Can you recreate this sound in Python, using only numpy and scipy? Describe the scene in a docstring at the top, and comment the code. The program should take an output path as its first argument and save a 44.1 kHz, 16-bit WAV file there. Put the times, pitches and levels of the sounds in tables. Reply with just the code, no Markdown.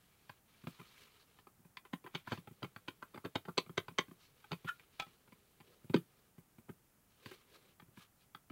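"""Loose pieces tick and knock inside a wooden puzzle box turned in two hands above a table in a small room.
Each impact excites the damped modes of cavity and panels. Fingers bump the box, an end panel booms
against its stop, a side panel grates in its groove and a pin drops with a short ring. Friction of skin
on wood gives a dry rubbing and one stick-slip squeak. A noise suppressor keeps the treble of the
steady background hiss lower between the knocks than during them."""
import sys
import numpy as np
from scipy import signal
from scipy.fft import rfft, irfft, next_fast_len
from scipy.io import wavfile
from scipy.ndimage import uniform_filter1d

SR = 44100
rng = np.random.default_rng(int(sys.argv[2]) if len(sys.argv) > 2 else 0)


def generate_wav(sig):
    """Save sig (samples, or channels by samples) to the path in sys.argv[1] as 16-bit PCM at SR."""
    pcm = np.round(np.clip(np.atleast_2d(sig).T, -1, 1) * 32767).astype(np.int16)
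    wavfile.write(sys.argv[1], SR, pcm)


N = 375291
TIME = np.arange(N) / SR
AGE = TIME[:8192]  # time since a contact, t/s

# spectrum of the dense short modes of the glued slats: f/Hz, relative level/dB
SLAT_SPECTRUM = [(70, -26), (125, 0), (250, -1), (370, 4), (650, -4.5), (1050, -1.5), (1600, -2),
                 (2300, 5.5), (2800, 0), (3400, 2), (4700, -5), (5400, -7), (8500, -10.5)]
# spectrum of skin sliding on wood: f/Hz, relative level/dB
FRICTION_SPECTRUM = [(700, -19.5), (1050, -4), (1600, -8), (2400, -3.5), (3600, -4.5), (4700, -12),
                     (5600, -11), (8000, -16.5), (15000, -19.5)]


def knocks(slats_db=7.5, slats_t60=.11, low_slats_db=-4, crack_t60=.046, trim_db=-.5):
    """Impact excitation: a harder blow has a shorter contact time and so a brighter spectrum."""
    # thump, hollow, knock, click and crack bands of the box: lower f/Hz, upper f/Hz
    registers = [(104, 247), (292, 550), (700, 1367), (2000, 4850), (5500, 8200)]
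    out = np.zeros(N)
    for s, knock, thump, hollow, click, ring in contacts():
        modes = box_modes()
        slats = from_db(slats_db) * coloured_noise(SLAT_SPECTRUM, len(AGE)) * fade(slats_t60)
        grip = fade(.05) ** (1 / np.clip(ring, .4, 1.3) - 1)  # added damping by the hands
        low = (modes + from_db(low_slats_db) * slats) * grip
        high = chatter((modes + slats) * grip)
        hardness_db = knock + click
        crack = click - 13 + .85 * np.clip(hardness_db + 20.5, -20, 10)
        click_top_hz = np.clip(4100 * 2 ** ((hardness_db + 39) / 24), 1500, 12000)  # an octave per 24 dB
        sounds = (low, low, high, filtered(high, click_top_hz, "low"), high * fade(crack_t60))
        for edges, sound, db in zip(registers, sounds, (thump, hollow, 0, click, crack)):
            band = rms_one(filtered(sound, edges, "band", order=3))
            band *= np.sqrt(.01 / AGE[-1])  # the energy of 10 ms at unit rms
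            add(out, s, from_db(knock + db + trim_db) * band)
    return out


def contacts(hard_db=-47.5, tumble_ring=.53, bump_ring=.7):
    """Collisions resolved into single impacts: t/s, knock, thump, hollow, click levels/dB, ring factor."""
    # a piece lands flat: t/s, knock level/dB, thump, hollow and click levels/dB re knock,
    # ring factor (smaller is more damped)
    flat_landings = [(0.294, -51, -2.5, -16.5, -4.5, 0.39), (0.67, -49.5, 11, -3, -2.5, 0.52),
                     (1.387, -64.5, -3, -9, -1, 0.61), (1.469, -57.5, -11.0, -3.0, -10.5, 0.58),
                     (1.77, -52, -14.5, -18, 4, 0.56), (1.851, -58.5, -18.0, -4.5, -4, 1),
                     (1.933, -45, 7, -1.5, -2, 0.44), (2.041, -59.5, 1, 7, -3.5, 1),
                     (2.274, -45, -3, -12.0, -10, 0.6), (2.473, -55, 4, -2, -6, 0.62),
                     (2.762, -51, -0.5, -13, -3.5, 0.32), (2.882, -46.0, -2, 1, 2, 0.37),
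                     (3.025, -45.0, -12.5, -13, -12.5, 0.28), (3.175, -50.5, 0, -6.5, -6.5, 0.42),
                     (3.355, -38, 1.5, -0.5, -0.5, 0.38), (3.452, -58.0, -1.5, -2.5, -1.5, 0.65),
                     (3.578, -33.5, -8, 1.5, 2.5, 0.27), (3.694, -56, 11, 4.5, -9, 0.52),
                     (3.777, -38, 0, 3.5, 3.5, 0.42), (3.882, -47.5, -1.0, -6.0, -7, 0.54),
                     (3.985, -32, -7.5, -3, 1.5, 0.3), (4.111, -61.5, 7.5, 5, -6.5, 0.54),
                     (4.442, -58, -29, -21, -5, 0.66), (4.796, -68, 1, -12.5, 8.5, 0.79),
                     (4.998, -45.5, -8.5, -22, 6.5, 0.71), (5.276, -67.5, 5.0, -5, -3.0, 0.96),
                     (5.322, -63, 4.5, -1.5, -1, 0.57), (5.602, -62, 5.5, -6, -1.5, 0.65),
                     (5.942, -36.5, 7.5, 6, -2, 0.42), (5.962, -49, -12, -4.5, 1, 0.81),
                     (7.259, -55.0, 7.5, -2.5, 3, 0.46), (7.312, -58.0, -5.5, 6.5, 1.5, 1),
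                     (7.798, -59.5, -8, -11, -2.5, 0.36), (8.348, -50, -7.5, -15, -5, 0.31)]
    # a piece lands on an edge and rocks over: t/s, knock level/dB,
    # thump, hollow and click levels/dB re knock, delay of the second landing t/s
    tumbles = [(0.796, -55.5, 4, -2, -3, 0.017), (2.063, -50.5, -15, -3.5, -6.5, 0.0084),
               (2.149, -45.5, 4, -1, 4.5, 0.0048), (2.319, -40, 4.5, -1.5, -5.0, 0.0083),
               (2.629, -45.0, 5.5, 1.0, -1.5, 0.015), (3.144, -54.0, 1, 3, -3.5, 0.014),
               (3.248, -46.5, 3.5, 6, -4.5, 0.009), (3.483, -46, 3, 1.5, -16.5, 0.0063),
               (4.517, -43.5, 5.5, 0, 0, 0.012), (6.691, -57, 11.0, 6.0, -5, 0.0051)]
    # finger pads land on the box: t/s, thump level/dB, skin tap level/dB re thump
    finger_bumps = [(0.637, -49.5, -16), (1.592, -62, -23), (1.649, -57, -14), (2.374, -45, -10.5),
                    (2.509, -50.5, -23), (3.662, -56.5, -7), (3.911, -54, -18), (4.081, -54, -14),
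                    (4.645, -41.5, -16.5), (5.065, -58.5, -7), (5.842, -51, -23), (5.897, -35.5, -22.5),
                    (6.38, -51, -18.5), (6.583, -53.5, -14.5), (7.82, -57.5, -11), (7.881, -58.0, -23),
                    (7.972, -52, -9), (8.499, -43, -14.5)]
    for s, db, thump, hollow, click, ring in flat_landings:
        yield s, db, thump, hollow, click, ring
        if db > hard_db:  # grazes the wall just before it hits
            yield s - .005, db - 15.5, thump, hollow, click - 3.5, ring
    for s, db, thump, hollow, click, rock_s in tumbles:
        yield s - .007, db - 12, thump, hollow, click - 9.5, tumble_ring  # brushes the wall first
        yield s, db - 1, thump, hollow, click, tumble_ring
        yield s + rock_s, db - 4.5, thump, hollow, click, tumble_ring
    for s, db, tap in finger_bumps:
        yield s, db + tap, -tap, -11.5 - tap, -2, bump_ring


def box_modes(scatter=.78, detune=.013, whole_box_hz=550):
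    """Modal superposition: low modes answer much alike everywhere, panel modes vary with the spot hit."""
    # cavity and panel modes: f/Hz, relative level/dB
    modes = [(135, 8), (173, 7.5), (215, 0.5), (262, -7.5), (330, 5), (385, 6.5), (605, -6.5), (830, 0.5),
             (1025, 6.5), (1220, -1), (1400, 5.5), (1555, 8), (1730, 1.5), (2030, -1), (2400, 3), (3135, 3),
             (3450, -4), (3780, -3), (4520, 2), (4780, 2.5), (6360, -2), (7850, -6)]
    hz, db = np.transpose(modes)
    strength, shift = rng.standard_normal((2, len(hz)))
    low_weights = (-1) ** np.arange(len(hz)) * (1 + .5 * scatter * strength)
    panel_weights = rng.choice([-1, 1], len(hz)) * (1 + scatter * strength)
    weights = np.where(hz < whole_box_hz, low_weights, panel_weights)
    t60 = .052 * (hz / 150) ** -.12  # hand-held wood dies fast, the high modes first
    return weights @ rings(zip(hz * (1 + detune * shift), db, t60))


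def chatter(sound, bounce_s=.0011, bounce_db=1):
    """Elastic rebound: a piece bounces three times within milliseconds before it settles."""
    gaps = bounce_s * rng.uniform(.5, 2, size=3)
    sizes = from_db(bounce_db) * rng.uniform(-.66, 1, size=3)
    out = sound.copy()
    for s, size in zip(np.cumsum(gaps), sizes):
        add(out, s, size * sound)
    return out


def panel_stop(radiate_hz=135):
    """Sudden deceleration of the end panel excites the low modes; a small box radiates no deep bass."""
    # low modes of the whole box: f/Hz, relative level/dB, T60/s
    boom_modes = [(135, -25.5, 0.094), (175, -18.5, .065), (215, -18.5, .055), (329, -18, 0.066),
                  (411, -23.5, .05)]
    # the panel meets its stop and rebounds: t/s, relative level/dB
    impacts = [(5.9421, 2), (5.972, -16.5)]
    boom = (-1) ** np.arange(len(boom_modes)) @ rings(boom_modes)
    radiated = filtered(boom, radiate_hz, "high", order=6)
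    out = np.zeros(N)
    for s, db in impacts:
        add(out, s, from_db(db) * radiated)
    return out


def grating(grit_hz=300, grit_db=2.5):
    """Dry friction of wood on wood: the grain of panel and groove catches in quick, uneven slips."""
    # a side panel moves in its groove: start t/s, duration/s, level/dB
    slides = [(2.14, 0.069, -68), (2.28, 0.091, -63), (2.315, 0.014, -59), (2.632, 0.011, -69)]
    grit = wander(grit_hz, grit_db) * coloured_noise(SLAT_SPECTRUM)
    return strokes(slides) * rms_one(filtered(grit, [800, 5500], "band"))


def pin():
    """Free vibration after impact: a small hard pin lands with a tick, rings and bounces once."""
    # landing and bounce: t/s, relative level/dB
    landings = [(4.9985, -46), (5.023, -52.5)]
    # modes rung by the pin: f/Hz, relative level/dB, T60/s
    modes = [(785, -2, 0.068), (800, 4, 0.07), (1302, 6.5, 0.071), (1560, -3, 0.055), (2300, -0.5, 0.062),
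             (3000, -17, .035), (3420, 6.5, 0.055), (4300, -22, 0.034)]
    ring = rings(modes).sum(axis=0)
    out = np.zeros(N)
    for s, db in landings:
        noise = filtered(rng.standard_normal(len(AGE)), [700, 4300], "band", order=3)
        tick = rms_one(noise) * fade(.04)
        add(out, s, from_db(db) * (ring + tick))
    return out


def squeak(start_s=4.686, slip_hz=1400, level_db=-27, scrape_db=-22):
    """Stick-slip: a fingertip briefly drives the panel near a resonance, inside its own dry scrape."""
    # driven panel modes: f/Hz, relative level/dB, T60/s
    modes = [(1388, 6.5, 0.053), (1424, 6, 0.063), (1560, -22, 0.035), (1710, -1, 0.066),
             (1910, -14, 0.041), (2450, -5.5, 0.082), (3030, -10, 0.065), (3920, -27, .035)]
    pressure = stroke(start_s, length=.0065, attack_s=.0067, release_s=.0038)
    force = (np.sin(2 * np.pi * slip_hz * TIME) + 7 * rng.standard_normal(N)) * pressure
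    vibration = signal.oaconvolve(force, rings(modes).sum(axis=0))[:N]
    tone = filtered(vibration, 1060, "high", order=4)
    friction = filtered(coloured_noise(FRICTION_SPECTRUM), [1200, 3800], "band", order=3)
    scrape = from_db(scrape_db) * np.sqrt(pressure) * friction
    return from_db(level_db) * (tone / np.abs(tone).max() + scrape)


def rubbing(catch_hz=60, catch_db=1.5, grain_hz=500, grain_db=1, hiss_db=-4, drag_db=-.5):
    """Sliding friction: skin catches unevenly, with a hiss in the panel resonances and a low drag."""
    # broad panel resonances: f/Hz, bandwidth/Hz, relative level/dB
    resonances = [(990, 173, -6.5), (1244, 110, 4.5), (1650, 78.4, 1.5), (2300, 280, -0.5),
                  (3160, 310, -3.5), (2960, 200, -1), (3885, 220, -2.5), (4300, 720, -1.5)]
    # the hands keep shifting on the box: start t/s, duration/s, relative hiss and drag levels/dB
    handling = (2.28, 4, -76, -82)
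    # single slides of skin on wood: start t/s, duration/s, relative hiss and drag levels/dB
    rubs = [(0.0, 0.38, -72, -88), (0.488, 0.25, -69, -87), (0.684, .4, -64, -81), (0.896, 0.054, -68, -84),
            (1.009, 0.023, -60.5, -73), (1.107, 0.12, -66, -79.5), (1.28, 0.12, -71.5, -81.5),
            (4.213, 0.052, -66.5, -89), (4.37, 0.47, -71, -86), (4.64, 0.071, -78, -83),
            (4.937, 0.21, -69.5, -97), (5.663, 0.1, -72, -70), (6.1, 0.76, -87.5, -88),
            (7.108, 0.42, -74.5, -91), (7.234, 0.11, -62.5, -68.5), (7.294, 0.027, -62.5, -68),
            (7.478, 0.24, -69.5, -74.5), (7.34, 0.071, -67.5, -84), (7.542, 0.022, -62.5, -66.5),
            (7.974, 0.056, -64, -79), (8.018, 0.017, -61.5, -83), (8.21, 0.017, -69.5, -83.5)]
    panels = np.zeros(N)
    for hz, width, db in resonances:
        b, a = signal.iirpeak(hz, hz / width, fs=SR)
        resonance = signal.lfilter(b, a, rng.standard_normal(N))
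        panels += from_db(db) * resonance * wander(hz=14, db=3.5)  # comes and goes as the finger moves
    panels = rms_one(filtered(panels, 5200, "low", order=4))
    friction = coloured_noise(FRICTION_SPECTRUM) + from_db(-.5) * panels
    hiss = rms_one(friction * wander(grain_hz, grain_db))
    # spectrum of skin dragging under pressure: f/Hz, relative level/dB
    drag_spectrum = [(200, -28.5), (320, -4.5), (420, 5), (560, -4), (800, -17), (1200, -46)]
    drag = coloured_noise(drag_spectrum)
    moves = [handling, *rubs]
    hiss_gain = strokes((start, length, db + hiss_db) for start, length, db, _ in moves)
    drag_gain = strokes((start, length, db + drag_db) for start, length, _, db in moves)
    return wander(catch_hz, catch_db) * (hiss_gain * hiss + drag_gain * drag)


def swish(band_hz=(3300, 6100)):
    """Friction under light load: a palm barely touching the wood hisses only in the treble."""
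    # a quick brush of the palm: start t/s, duration/s, level/dB
    brushes = [(4.215, .04, -75)]
    return strokes(brushes) * rms_one(filtered(rng.standard_normal(N), band_hz, "band", order=3))


def room(x, tail_db=-11.5, t60=.12, onset_s=.0034, wall_hz=5500):
    """Reverberation: the direct sound is followed by early reflections and a short, dull diffuse tail."""
    # reflections from table top and walls: delay t/s, level/dB re direct sound
    reflections = [(.0027, -28), (0.0118, -17), (0.0223, -20.5)]
    build_up = np.minimum(AGE / onset_s, 1) ** 2
    tail = filtered(rng.standard_normal(len(AGE)), wall_hz, "low") * fade(t60) * build_up
    passband_gain = np.sqrt(np.sum(tail ** 2) * SR / (2 * wall_hz))
    response = from_db(tail_db) * tail / passband_gain
    for delay, db in reflections:
        response[int(delay * SR)] += from_db(db)
    return x + signal.oaconvolve(x, response)[:N]


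def background_hiss(db):
    """Stationary broadband noise: a steady hiss over a faint rumble."""
    # spectrum of the noise floor: f/Hz, relative level/dB
    floor_spectrum = [(12, -31.5), (20, -6.5), (27, -11.5), (130, -4), (187, -6.5), (345, -13.5),
                      (539, -17), (819, -16.5), (1110, -20), (1210, -18.5), (2370, -24), (3220, -26.5),
                      (4020, -28.5), (9040, -24.5), (15800, -23)]
    return from_db(db) * coloured_noise(floor_spectrum)


def suppressor(x, split_hz=7500, closed_db=-69, slope=.37, range_db=12.5, release_db_per_s=500):
    """Dynamic expansion: treble gain rises from unity with the level below 5 kHz, then soon falls back."""
    power = uniform_filter1d(filtered(x[0], [100, 5000], "band") ** 2, size=256)
    level_db = 10 * np.log10(np.abs(power) + 1e-12)
    release_db = release_db_per_s * TIME
    held_db = np.maximum.accumulate(level_db + release_db) - release_db  # peaks sink at the release rate
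    opening = from_db(np.clip(slope * (held_db - closed_db), 0, range_db))
    treble = signal.sosfiltfilt(signal.butter(2, split_hz, "high", fs=SR, output="sos"), x)
    return x + (opening - 1) * treble


def rings(modes):
    """Damped harmonic oscillators: one decaying sine per row of f/Hz, level/dB, T60/s."""
    return np.array([from_db(db) * np.sin(2 * np.pi * hz * AGE) * fade(t60) for hz, db, t60 in modes])


def fade(t60):
    """Exponential decay by 60 dB in t60 seconds."""
    return np.exp(-np.log(1000) * AGE / t60)


def stroke(start, length, attack_s=.02, release_s=.019):
    """Envelope of one sliding movement: exponential swell, hold, exponential decay."""
    swell = (TIME - start) / attack_s
    decay = (start + length - TIME) / release_s
    return np.exp(np.clip(np.minimum(swell, decay), -30, 0))


def strokes(rows):
    """Incoherent addition: overlapping strokes (start t/s, duration/s, level/dB) sum in power."""
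    return np.sqrt(sum((from_db(db) * stroke(start, length)) ** 2 for start, length, db in rows))


def wander(hz, db):
    """Random amplitude modulation: a gain that drifts by about db, up to hz times a second."""
    drift = rms_one(filtered(rng.standard_normal(N), hz, "low"))
    return from_db(db * np.clip(drift, -2.5, 2.5))


def coloured_noise(points, size=N):
    """Spectral shaping: unit-rms noise that follows points of f/Hz, level/dB and is cut off beyond them."""
    hz, db = np.transpose(points)
    padded = next_fast_len(size)
    log_hz = np.log(np.maximum(np.fft.rfftfreq(padded, 1 / SR), 1))
    shape = from_db(np.interp(log_hz, np.log(hz), db, left=-np.inf, right=-np.inf))
    spectrum = rfft(rng.standard_normal(padded)) * shape
    return rms_one(irfft(spectrum, padded)[:size])


def filtered(x, hz, kind, order=2):
    """Causal Butterworth filter."""
    return signal.sosfilt(signal.butter(order, hz, kind, fs=SR, output="sos"), x)


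def add(track, s, sound):
    """Linear superposition of a sound on a track at s seconds."""
    i = int(round(s * SR))
    track[i:i + len(sound)] += sound[:len(track) - i]


def from_db(db):
    """Level to amplitude ratio."""
    return 10 ** (np.asarray(db) / 20)


def rms_one(x):
    """Normalisation to unit rms."""
    return x / np.sqrt(np.mean(x ** 2) + 1e-30)


def scene(floor_db=-72, side_db=-14.5, side_hiss_db=-33):
    """Mid-side stereo, nearly mono: the box is central and the two channels are almost alike."""
    box = knocks() + panel_stop() + grating() + pin() + squeak()
    mid = room(box) + rubbing() + swish() + background_hiss(floor_db)
    treble_trace = filtered(room(box) - box, 900, "high")
    side = from_db(side_db) * treble_trace + background_hiss(floor_db + side_hiss_db)
    return np.array([mid + side, mid - side])


def record(dry, cutoff_hz=15900):
    """Band limiting: a steep elliptic low-pass follows the noise suppressor."""
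    low_pass = signal.ellip(12, .1, 70, cutoff_hz, fs=SR, output="sos")
    return signal.sosfilt(low_pass, suppressor(dry))


dry = scene()
out = record(dry)
generate_wav(out)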